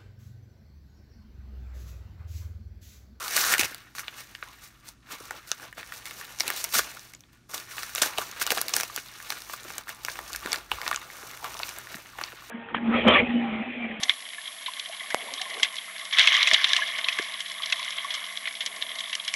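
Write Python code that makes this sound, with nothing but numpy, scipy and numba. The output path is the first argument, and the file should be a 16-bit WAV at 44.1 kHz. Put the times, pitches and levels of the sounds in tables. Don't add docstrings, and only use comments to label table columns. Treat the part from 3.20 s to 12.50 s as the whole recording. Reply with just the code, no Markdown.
import sys
import numpy as np
from scipy import signal
from scipy.fft import rfft, irfft
from scipy.io import wavfile
from scipy.ndimage import uniform_filter1d
from numba import njit

SR = 44100
rng = np.random.default_rng(int(sys.argv[2]) if len(sys.argv) > 2 else 0)


def int16_out(signal):
    q = np.round(np.clip(np.atleast_2d(signal).T, -1, 1) * 32767)
    wavfile.write(sys.argv[1], SR, q.astype(np.int16))


def gain_from_db(level_db):
    decades = np.asarray(level_db, float) / 20
    return 10 ** decades


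N = 410130

# peak_s, crinkle_db, rise_ms per 10 dB, fall_ms per 10 dB, fibres_db re crinkle
RIP_MOVES = [(.1, -46.5, 900, 64, 3.5), (.174, -28, 48, 118, -0.5), (.27, -32, 160, 66, -1),
             (0.33, -22.5, 82, 25, -5), (0.404, -24.5, 24, 44, -6), (.49, -36.5, 30, 100, -13),
             (3.209, -32, 27, 33, -7.5), (3.404, -42, 93, 74, 4), (3.541, -22.5, 4, 64, -3),
             (3.591, -32.5, 56.5, 10, 6.5), (4.515, -37, 31, 83, -8.5), (4.592, -38, 58, 300, -7),
             (4.783, -33.5, 27, 48, -4), (5.221, -23.5, 19, 14.5, -5.5), (5.765, -42, 68, 130, -4.5)]
PICK_MOVES = [(0.752, -45, 1.9, 44, 1.5), (0.796, -37.5, 19, 28, -2.5), (1.003, -42.5, 67, 33, -5),
              (1.236, -44, 37, 170, -16), (1.442, -46.5, 38, 49, -3), (1.685, -44, 30, 27, -4.5),
              (2.05, -50, 71, 54, -3), (2.29, -47.5, 26, 66, -2.5), (2.322, -44, 38, 60, -18),
              (2.776, -59.5, 150, 58, 9), (2.864, -44, 20, 140, -6.5), (3.905, -58.5, 450, 12, 2),
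              (4.13, -56.5, 12, 79, -14.5), (6.077, -41, 270, 120, -9), (8.259, -29.5, 23, 44, -18),
              (9.026, -37.5, 86, 120, -14.5)]
SQUEEZE_MOVES = [(0.447, -27, 12, 18, -5.5), (1.926, -36, 36, 50, -9.5), (2.175, -42.5, 166, 39, -16),
                 (2.438, -41.5, 80, 44, -10), (2.582, -35, 11, 46, -13), (3.006, -40, 82, 34, -6.5),
                 (3.27, -31, 52, 99, -14), (3.487, -43, 170, 14, -17), (3.66, -41, 95, 187, -10),
                 (4.296, -47, 5.6, 97, -3.5), (4.346, -36, 17, 94, -4.5), (4.82, -26.5, 3, 23, 3.5),
                 (4.85, -29, 34, 61, -6), (4.991, -35, 27, 120, -6), (5.321, -42.5, 18, 6.3, 15),
                 (5.353, -31.5, 114, 200, -11.5), (5.544, -34.5, 12, 130, -7), (5.575, -31, 48, 60, -4)]
REACH_MOVES = [(6.113, -42, 37, 200, -5.5), (6.337, -49, 77, 34.4, 4.5), (6.501, -39, 150, 90, -11.5),
               (6.588, -37.5, 36, 31.8, -12), (6.694, -37.5, 20, 45.5, -9), (6.894, -38.5, 59, 150, -8.5),
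               (7.148, -41, 370, 100, -9), (7.333, -33, 143, 78, -10.5), (7.518, -37, 11, 120, -11.5),
               (7.675, -34, 110, 147, -12.5), (8.041, -43.5, 330, 300, -8), (8.488, -39.5, 470, 240, -9),
               (8.754, -42, 160, 141, -11), (9.29, -52.5, 93, 100, -3)]
MOVE_KINDS = (RIP_MOVES, PICK_MOVES, SQUEEZE_MOVES, REACH_MOVES)


def unit(x):
    return x / np.sqrt(np.mean(x ** 2))


def colour(x, table):
    hz, db = np.transpose(table)
    grid_hz = np.linspace(1, SR / 2, 8193)
    log_gain = np.interp(np.log(grid_hz), np.log(hz), db) * np.log(10) / 20
    cepstrum = irfft(log_gain)
    cepstrum[1:8192] *= 2
    cepstrum[8193:] = 0
    impulse = irfft(np.exp(rfft(cepstrum)))
    return signal.fftconvolve(x, impulse)[:N]


def walk(rate):
    hold = int(SR / rate)
    steps = np.repeat(rng.standard_normal(N // hold + 1), hold)
    return unit(uniform_filter1d(steps, hold // 2 + 1)[:N])


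def room():
    # hz, level_db per Hz
    air_colour = [(25, -17), (42, -11), (53, 2.5), (68, -6.5), (100, -7), (165, -10), (260, -10),
                  (330, -11.5), (450, -24.5), (2000, -34.5), (6000, -29.5), (16000, -46)]
    air = unit(colour(rng.standard_normal(N), air_colour)) * gain_from_db(-61.5 + 0.13 * walk(1.0))
    hum_hz, hum_db = 120, -63
    hum = np.sin(2 * np.pi * hum_hz * np.arange(N) / SR) * gain_from_db(hum_db + 1.6 * walk(12))
    return air + hum


def rumble():
    # time_s, level_db
    drone_level = [
        (0, -75),
        (1.0, -77),
        (1.3, -61),
        (1.9, -68),
        (2.4, -76),
        (6.4, -93),
        (7.0, -58),
        (7.5, -63),
        (7.9, -70),
        (8.4, -74),
    ]
    centre_hz = 50.7
    band_hz = [centre_hz / 1.2, centre_hz * 1.2]
    band = signal.butter(2, band_hz, "band", fs=SR, output="sos")
    low = signal.sosfilt(band, rng.standard_normal(N))
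    return unit(low) * gain_from_db(np.interp(np.arange(N) / SR, *np.transpose(drone_level)))


def tail(x):
    t60_s, level_db, dull_hz = 0.084, -15.5, 4300
    t = np.arange(SR // 2) / SR
    fade = np.exp(-np.log(1000) * t / t60_s) * (1 - np.exp(-t / 0.0005))
    echo = rng.standard_normal(len(t)) * fade
    echo = signal.lfilter(*signal.butter(1, dull_hz, fs=SR), echo)
    echo = echo / np.sqrt(np.sum(echo ** 2))
    return gain_from_db(level_db) * signal.fftconvolve(x, echo)[:N]


@njit
def pops(count, start, hz, t60, size, rate, rise):
    out = np.zeros(count)
    for k in range(len(start)):
        turn = np.exp(2j * np.pi * hz[k] / rate - np.log(1000) / (t60[k] * rate))
        unrisen_step = np.exp(-hz[k] / (rise * rate))
        unrisen = 1.
        z = size[k] + 0j
        first = int(start[k])
        for i in range(first, min(count, first + int(t60[k] * rate))):
            z = z * turn
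            unrisen = unrisen * unrisen_step
            out[i] += z.imag * (1 - unrisen)
    return out


def ring(s, hz, cycles, size, rise=0.042):
    start = np.clip(s * SR, 0, N - 1.)
    return pops(N, start, hz, cycles / hz, size, 1. * SR, rise)


def bumps(count=4):
    # start_s, pitch_hz, level_db
    pushes = [(8.745, 196, -42), (0.391, 300, -30.5), (0.415, 85, -43), (0.51, 340, -45),
              (3.555, 194, -37.5), (3.569, 72, -51), (7.252, 330, -33), (7.518, 64, -44), (4.985, 580, -21),
              (5.307, 408, -34), (5.771, 280, -42), (6.447, 360, -37), (8.03, 430, -40.5),
              (7.516, 950, -19), (2.003, 460, -40), (9.13, 390, -43), (1.227, 680, -42), (2.109, 840, -32),
              (2.59, 510, -55), (4.34, 750, -34), (4.82, 600, -26), (5.32, 540, -23.5), (8.245, 1100, -37),
              (8.4, 830, -31), (8.987, 1000, -29), (9.013, 440, -40), (.425, 590, -34)]
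    s, hz, db = np.transpose(pushes)[:, :, None]
    late, step = np.moveaxis(rng.random((len(s), 2, count)), 1, 0)
    mode_hz = hz * 1.256 ** (np.arange(count) - 1 + step - .5)
    start_s = s + 2.35 * late / hz
    size = gain_from_db(db + 7.5) + 0 * late
    return ring(start_s.ravel(), mode_hz.ravel(), 7.7, size.ravel(), rise=0.94)


def fits(per_s, tau_s):
    kicks = (rng.random(N) < per_s / SR) * np.minimum(rng.exponential(size=N), 3)
    return signal.lfilter([1], [1, -np.exp(-1 / (tau_s * SR))], kicks)


def moves(grip_db, haste, extra_db):
    # time_s, crinkle_db
    finger_grip = [(0, -35), (.5, -53), (.73, -57.5), (.85, -48.5), (1.1, -48), (1.4, -55.5), (1.62, -59.5),
                   (1.87, -81), (2.0, -46), (2.53, -57.5), (2.68, -45.5), (3.15, -43.5), (3.95, -70),
                   (4.28, -76), (4.7, -59), (5.2, -40.5), (5.9, -62), (9.3, -48)]
    t = np.arange(0, N, 32) / SR
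    power = gain_from_db(np.interp(t, *np.transpose(finger_grip)) + grip_db) ** 2
    for (s, db, rise_ms, fall_ms, _), extra in zip(np.concatenate(MOVE_KINDS), extra_db):
        ms_per_10_db = np.where(t < s, max(rise_ms, 2), max(fall_ms, 2))
        below_peak_db = haste * 10 * 1000 * np.abs(t - s) / ms_per_10_db
        power = power + gain_from_db(db + extra - below_peak_db) ** 2
    return np.interp(np.arange(N) / SR, t, 10 * np.log10(power))


def rustle(lo_hz, hi_hz, clumps, loose, cycles, scatter_db, count):
    # hz, level_db per Hz
    paper_colour = [(120, -17), (330, -8), (700, -7), (1000, -3.5), (1700, -1.5), (3000, -4), (3750, -4.5),
                    (4300, -4.5), (4950, -7), (6000, -3.5), (7800, -9.5), (9300, -7.5), (10500, -12.5),
                    (11500, -8)]
    when, pitch, turn = rng.random((count, 3)).T
    at = (when * N).astype(int)
    hz = lo_hz * (hi_hz / lo_hz) ** pitch
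    rare = np.minimum(rng.exponential(size=count), 5)
    favoured_db = 4.56 * np.cos(2 * np.pi * 1.3 * np.log2(hz) + 2.37 * walk(25)[at])
    size = gain_from_db(loose[at] * scatter_db * (rare - 6.0) + favoured_db)
    size = size * np.sign(turn - .5) * hz / hi_hz * clumps[at]
    return unit(colour(ring(when * N / SR, hz, cycles, size), paper_colour))


def hollow(clumps, count=9000):
    # time_s, pitch_hz, level_db re crinkle
    pouch_pitch = [(0, 1405, 0), (.2, 1510, 1.5), (.33, 1910, 5.5), (.43, 2500, 2), (.6, 1520, -5),
                   (2.48, 1430, -3.5), (2.72, 1880, -11), (3.3, 1430, -23), (3.94, 2130, -10),
                   (4.25, 1510, -1.5), (4.79, 1670, -5), (5.0, 980, 2), (5.3, 1670, -31), (6.24, 1340, -5),
                   (7.4, 1154, -5), (8.3, 1230, -3.5), (8.75, 1660, -7), (9.0, 1080, -6)]
    when, spread, turn, rare = rng.random((count, 4)).T
    s, centre_hz, db = np.transpose(pouch_pitch)
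    order = np.argsort(np.argsort(when))
    drift = unit(uniform_filter1d(turn - .5, size=90))[order]
    hz = np.interp(when * N / SR, s, centre_hz) * 1.47 ** (spread - .5) * 1.185 ** drift
    size = gain_from_db(np.minimum(-2.5 * np.log(rare), 12)) * np.sign(turn - .5)
    size = size * clumps[(when * N).astype(int)]
    air = unit(ring(when * N / SR, hz, 18.4, size, rise=0.28))
    return air * gain_from_db(np.interp(np.arange(N) / SR, s, db))


def handling():
    panel_flex = [
        -19,
        -20.5,
        -2,
        -3,
    ]
    flex_db = np.repeat(panel_flex, [len(k) for k in MOVE_KINDS])
    fibre_extra_db = np.concatenate(MOVE_KINDS)[:, -1]
    crease_db = moves(0, 1, 0 * flex_db)
    panel_db = moves(-11, 1.49, flex_db)
    fibre_db = moves(-14, 1.4, fibre_extra_db)
    loose = np.clip((-23.0 - fibre_db) / 18, .35, 1)
    whole = fits(90, .0015)
    panel_clumps = 1 + loose * (0.24 * whole + 0.55 * fits(49, 0.011))
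    panels = rustle(151.4, 998, panel_clumps, loose, cycles=12.0, scatter_db=2.0, count=9000)
    crease_clumps = 1 + loose * (0.5 * whole + 0.66 * fits(90, 0.017))
    creases = rustle(878, 4420, crease_clumps, loose, cycles=6.7, scatter_db=1.0, count=40000)
    fibre_clumps = 1 + loose * (0.84 * whole + 0.62 * fits(110, 0.0035))
    fibres = rustle(4300, 15100, fibre_clumps, loose, cycles=7.6, scatter_db=0.5, count=90000)
    creases = creases + hollow(1 + 0.71 * fits(54, 0.0055))
    return gain_from_db(panel_db - 8.5) * panels + gain_from_db(crease_db - 7.0) * creases + gain_from_db(fibre_db + 5.5) * fibres


def snaps(count=16):
    # start_s, peak_db, pitch_hz, burst_ms
    ticks = [(.338, -4, 1920, 1.56), (.7827, -23, 1750, 1), (.7938, -21, 1770, 0.42),
             (.8816, -14, 3320, 0.56), (1.151, -21, 2800, 0.41), (1.2264, -16, 1480, 0.83),
             (2.3163, -4.5, 6200, 0.14), (2.63, -24, 1900, 0.57), (3.188, -20, 6400, 0.3),
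             (3.2063, 0, 5300, 0.63), (3.9375, -32, 2180, 0.12), (3.949, -24.5, 6900, 1.04),
             (4.0374, -38, 3400, 0.46), (4.5812, -16, 1710, 0.55), (4.7585, -7.5, 5870, 0.45),
             (5.5376, -2.5, 5970, .5), (5.5398, -8, 6340, 0.47), (6.1221, -18.5, 1680, 1.7),
             (7.1483, -19.5, 1680, 0.82), (7.3193, -10, 5430, 0.49), (7.343, -13.5, 1730, 0.32),
             (7.6155, -21, 2010, 0.5), (7.6648, -15, 1830, 0.56), (7.6772, -15, 1100, 0.48),
             (7.7284, -13, 1720, 0.84), (7.7609, -8, 6900, 0.61), (8.4328, -9.5, 3780, 0.44),
             (6.899, -19, 4600, 0.76), (8.369, -22, 3700, 0.77), (8.7436, -20.5, 1950, 0.65),
             (9.0376, -11, 4540, 1.05)]
    cracks = [(0.164, -9, 6000, 1.44), (0.1658, -7.5, 4500, 1.4), (0.3814, -11.5, 3060, 1.7),
              (0.3944, -6, 2300, 3.4), (0.411, -8.5, 2640, 1.95), (0.546, -23.5, 4660, 0.39),
              (2.8557, -24, 2140, 0.85), (3.1996, -15, 5640, 3.2), (3.279, -11, 4200, 3.2),
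              (3.302, -12.5, 1670, 1.63), (3.441, -9.5, 7000, 1.5), (4.7504, -13.5, 7000, 0.22),
              (5.2161, -24, 1450, 0.92), (5.226, -14, 5970, 1.23), (5.2654, -11.5, 3140, 1),
              (5.4140, -5.5, 11900, 0.6), (5.483, -15.5, 4670, 0.44), (5.493, -19, 6960, 1.4),
              (5.5649, -3.5, 8350, 0.59), (5.6, -14.5, 1810, 1.1), (5.762, -14, 6800, 0.59),
              (6.5812, -15.5, 6460, 0.5), (6.692, -22.5, 1720, 0.31), (7.131, -20.5, 5530, 0.85),
              (7.1606, -16, 5280, 1.3), (8.4914, -20, 6340, 0.57), (8.5859, -20.5, 8350, 0.22)]
    slaps = [(0.0802, -17.5, 4480, 1.2), (.348, -12, 2040, 0.93), (2.1083, -17, 1520, 0.94),
             (2.9097, -20.5, 1960, 1.12), (3.4475, -19, 2080, 0.78), (3.592, -6.5, 1570, 1.98),
             (4.8175, -9, 3040, 3.3), (4.9831, -9, 2820, 0.82), (5.2746, -17.5, 1530, 0.76),
             (5.3052, -8.5, 2600, 0.81), (5.319, -9, 1580, 0.73), (5.372, -17, 734, 2),
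             (5.3819, -15, 1660, 3.3), (5.609, -8.5, 5920, 0.73), (5.6333, -11, 5670, 0.43),
             (6.1031, -10, 4300, 1.21), (6.336, -20, 1130, 1.2), (6.503, -25, 1550, 1),
             (6.849, -19.5, 2130, 0.73), (6.99, -20.5, 1680, 0.9), (7.26, -18, 1850, 0.69),
             (7.3298, -7, 4500, 0.61), (7.7127, -13.5, 1400, 0.56), (8.244, -18, 1220, 1.5),
             (8.392, -20, 5380, 0.55)]
    knocks = [(2.527, -28, 1820, 0.93), (2.722, -26, 1940, 0.36), (4.6319, -19, 1740, 0.71),
              (4.781, -11, 2630, 0.64), (5.7766, -20.5, 1490, 0.62), (6.0024, -33, 1740, 0.69),
              (6.297, -25, 1180, 1.6), (6.449, -32, 1100, 1.5), (7.272, -23, 1500, 0.86),
              (6.8841, -16.5, 1000, 0.76), (7.3587, -15, 4340, 2.5), (7.5163, -7, 2900, 0.21),
              (7.6316, -28, 2120, 0.39), (7.745, -15.5, 6240, 1.34), (7.9016, -28, 2000, 0.18),
              (8.343, -20.5, 6300, 0.74), (8.399, -21.5, 920, 0.99), (8.029, -29, 1520, 0.94),
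              (9.126, -29.5, 1390, 0.99), (8.986, -20, 950, 1.06), (9.012, -15.5, 1150, 3.3)]
    plucks = [(0.1777, -11, 1630, 0.4), (0.24, -14, 1440, 0.54), (0.3487, -25, 1960, 0.92),
              (0.3578, -19, 1590, 0.53), (0.4331, -11.5, 2700, 0.91), (0.7508, -31.5, 1150, 0.68),
              (0.8332, -28.5, 1250, 0.57), (2.398, -28.5, 1490, 0.76), (2.3166, -23, 1260, 0.21),
              (2.5805, -27, 1590, 0.42), (2.722, -20, 1740, 0.69), (3.0125, -25.5, 1690, 0.37),
              (3.5527, -11, 1450, 0.37), (3.7712, -29, 1430, 0.29), (3.369, -26, 3500, 1),
              (4.3365, -23.5, 1460, 0.69), (4.4662, -54, 960, 0.53), (4.694, -28, 1530, 0.9),
              (4.7495, -25, 1260, 0.88), (4.8331, -9, 1630, 0.75), (4.9766, -15, 2800, 0.4),
              (5.016, -19, 1520, 1), (5.2164, -12.5, 1460, 0.78), (5.4231, -26, 1550, 0.57),
              (5.5652, -19, 1530, 0.61), (5.6988, -25.5, 1210, 0.58), (6.0016, -27, 1650, 0.45),
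              (6.672, -31, 1150, 0.5), (6.682, -24.5, 1700, 0.51), (6.956, -24, 2130, 0.49),
              (6.9892, -25, 920, 0.32), (7.2482, -26, 1720, 0.45), (7.2559, -39, 1570, 0.6),
              (7.33, -13.5, 1610, 0.7), (7.5852, -25, 1060, 0.3), (7.632, -30, 1170, 0.55),
              (7.714, -13, 1110, 0.38), (7.7454, -19.5, 1430, 0.37), (7.7738, -25, 1120, 0.45),
              (7.8267, -31, 1120, 0.94), (8.1336, -33, 1790, 0.65), (8.1741, -31, 2350, 0.63),
              (8.671, -28, 1870, 0.7), (8.7686, -27, 1900, 0.79), (8.859, -33, 1360, 0.68),
              (9.1208, -29.5, 1590, 0.39)]
    flicks = [(0.34, -4.5, 9800, 0.4), (0.784, -20, 4230, 0.55), (1.1498, -28, 4500, 0.45),
              (1.158, -35, 6310, 0.86), (1.286, -31, 6030, 0.88), (1.688, -24, 8680, 0.66),
              (2.8642, -23, 10830, 0.62), (3.051, -28.5, 3750, 0.6), (3.4463, -14, 5300, 0.92),
              (3.5944, -9, 4820, 0.44), (3.7156, -27.5, 7040, 0.47), (3.7942, -27, 5400, 0.72),
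              (3.9359, -26, 6460, 0.63), (4.0068, -34.5, 5790, 0.68), (4.3792, -20, 3800, 0.59),
              (2.3164, -10.5, 3600, 0.276), (4.5829, -26, 3880, 0.66), (4.6321, -19.5, 5340, 0.82),
              (4.82, 2, 6940, 0.38), (4.8688, -20, 13950, 0.5), (5.114, -21, 6160, 0.54),
              (5.2744, -14, 3980, 0.6), (5.3044, -8, 4610, 0.79), (5.3757, -12, 4620, 0.72),
              (5.4077, -19, 5450, 0.69), (5.5395, -8, 5500, 0.9), (5.784, -21, 4610, 0.37),
              (5.8852, -28, 4130, 0.92), (5.913, -42, 4200, 0.23), (6.2202, -23, 5250, 0.53),
              (6.433, -28, 6870, 0.65), (6.536, -25, 6220, 0.83), (6.6361, -34, 3850, 0.7),
              (6.748, -29, 9650, 0.55), (6.8492, -12, 6000, 0.48), (6.8637, -24, 6220, 0.81),
              (7.136, -20, 4370, 0.57), (7.2024, -30, 5600, 0.67), (7.3585, -27, 4460, 0.89),
              (7.6156, -20, 4000, 0.67), (7.6634, -35, 3730, 0.46), (7.678, -11, 3680, 0.65),
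              (8.1735, -26.5, 11400, 0.45), (8.243, -25, 4260, 0.63), (8.3933, -30, 5300, 0.6),
              (8.483, -26, 5710, 0.52), (8.757, -25.5, 9000, 0.43)]
    kind_crack = [
        -48,
        3.5,
        -2.5,
        -9,
        -12,
        -4.5,
    ]
    kind_pouch = [
        -11.5,
        -10,
        -4,
        -3.5,
        -12.5,
        -14.5,
    ]
    kinds = (ticks, cracks, slaps, knocks, plucks, flicks)
    s, peak_db, hz, ms = np.concatenate(kinds).T[:, :, None]
    lengths = [len(k) for k in kinds]
    crack_db = np.repeat(kind_crack, lengths)[:, None]
    pouch_db = np.repeat(kind_pouch, lengths)[:, None]
    delay, pitch, size, turn = np.moveaxis(rng.random((len(s), 4, count)), 1, 0)
    follows = np.arange(count) > 0
    late = -np.log(delay) * np.clip(ms, .1, 8) / 1000 * follows
    fade = gain_from_db(follows * (-2.6 / (ms + 0.016) - 22.3 * size - 1500 * late)) * np.sign(pitch - .5)
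    fade = gain_from_db(peak_db) * fade / np.sqrt(np.sum(fade ** 2, axis=1, keepdims=True))
    pitch = (pitch[:, :1] + np.arange(count) * (np.sqrt(5) - 1) / 2) % 1
    near_hz = np.where(follows, hz ** .45 * (1000 * 8 ** pitch) ** (1 - .45), hz)
    crack_hz = 6500 * 2.4 ** pitch
    pouch_hz = 1200 / 1.67 ** (turn ** 2)
    near_size = fade * gain_from_db(3.0) * np.sqrt(np.minimum(near_hz / hz, 1))
    crack_size = fade * gain_from_db(crack_db + 6.5) * np.sqrt(crack_hz / 3000)
    pouch_size = fade * gain_from_db(pouch_db + 2.5) * np.sqrt(pouch_hz / hz)
    crack_s = s + late + 0.001 * turn
    pouch_s = s + 0.00043 + 1.835 * late
    out = ring((s + late).ravel(), near_hz.ravel(), 12.35, near_size.ravel(), rise=0.53)
    out += ring(crack_s.ravel(), crack_hz.ravel(), 3.5, crack_size.ravel(), rise=0.24)
    out += ring(pouch_s.ravel(), pouch_hz.ravel(), 4.1, pouch_size.ravel(), rise=0.077)
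    return signal.sosfilt(signal.butter(3, 450, "high", fs=SR, output="sos"), out)


def scene():
    paper = handling() + snaps()
    return (paper + tail(paper) + bumps() + room() + rumble())[None]


def low_pass(x):
    return signal.sosfilt(signal.butter(12, 16990, fs=SR, output="sos"), x)


def record(dry):
    # hz, gain_db
    treble_end = [(20, 0), (15650, 0), (15950, -26), (16550, -26), (16800, -80)]
    rounded = np.tanh(dry[0])
    return low_pass(colour(rounded, treble_end)[None])


dry = scene()
out = record(dry)
int16_out(out)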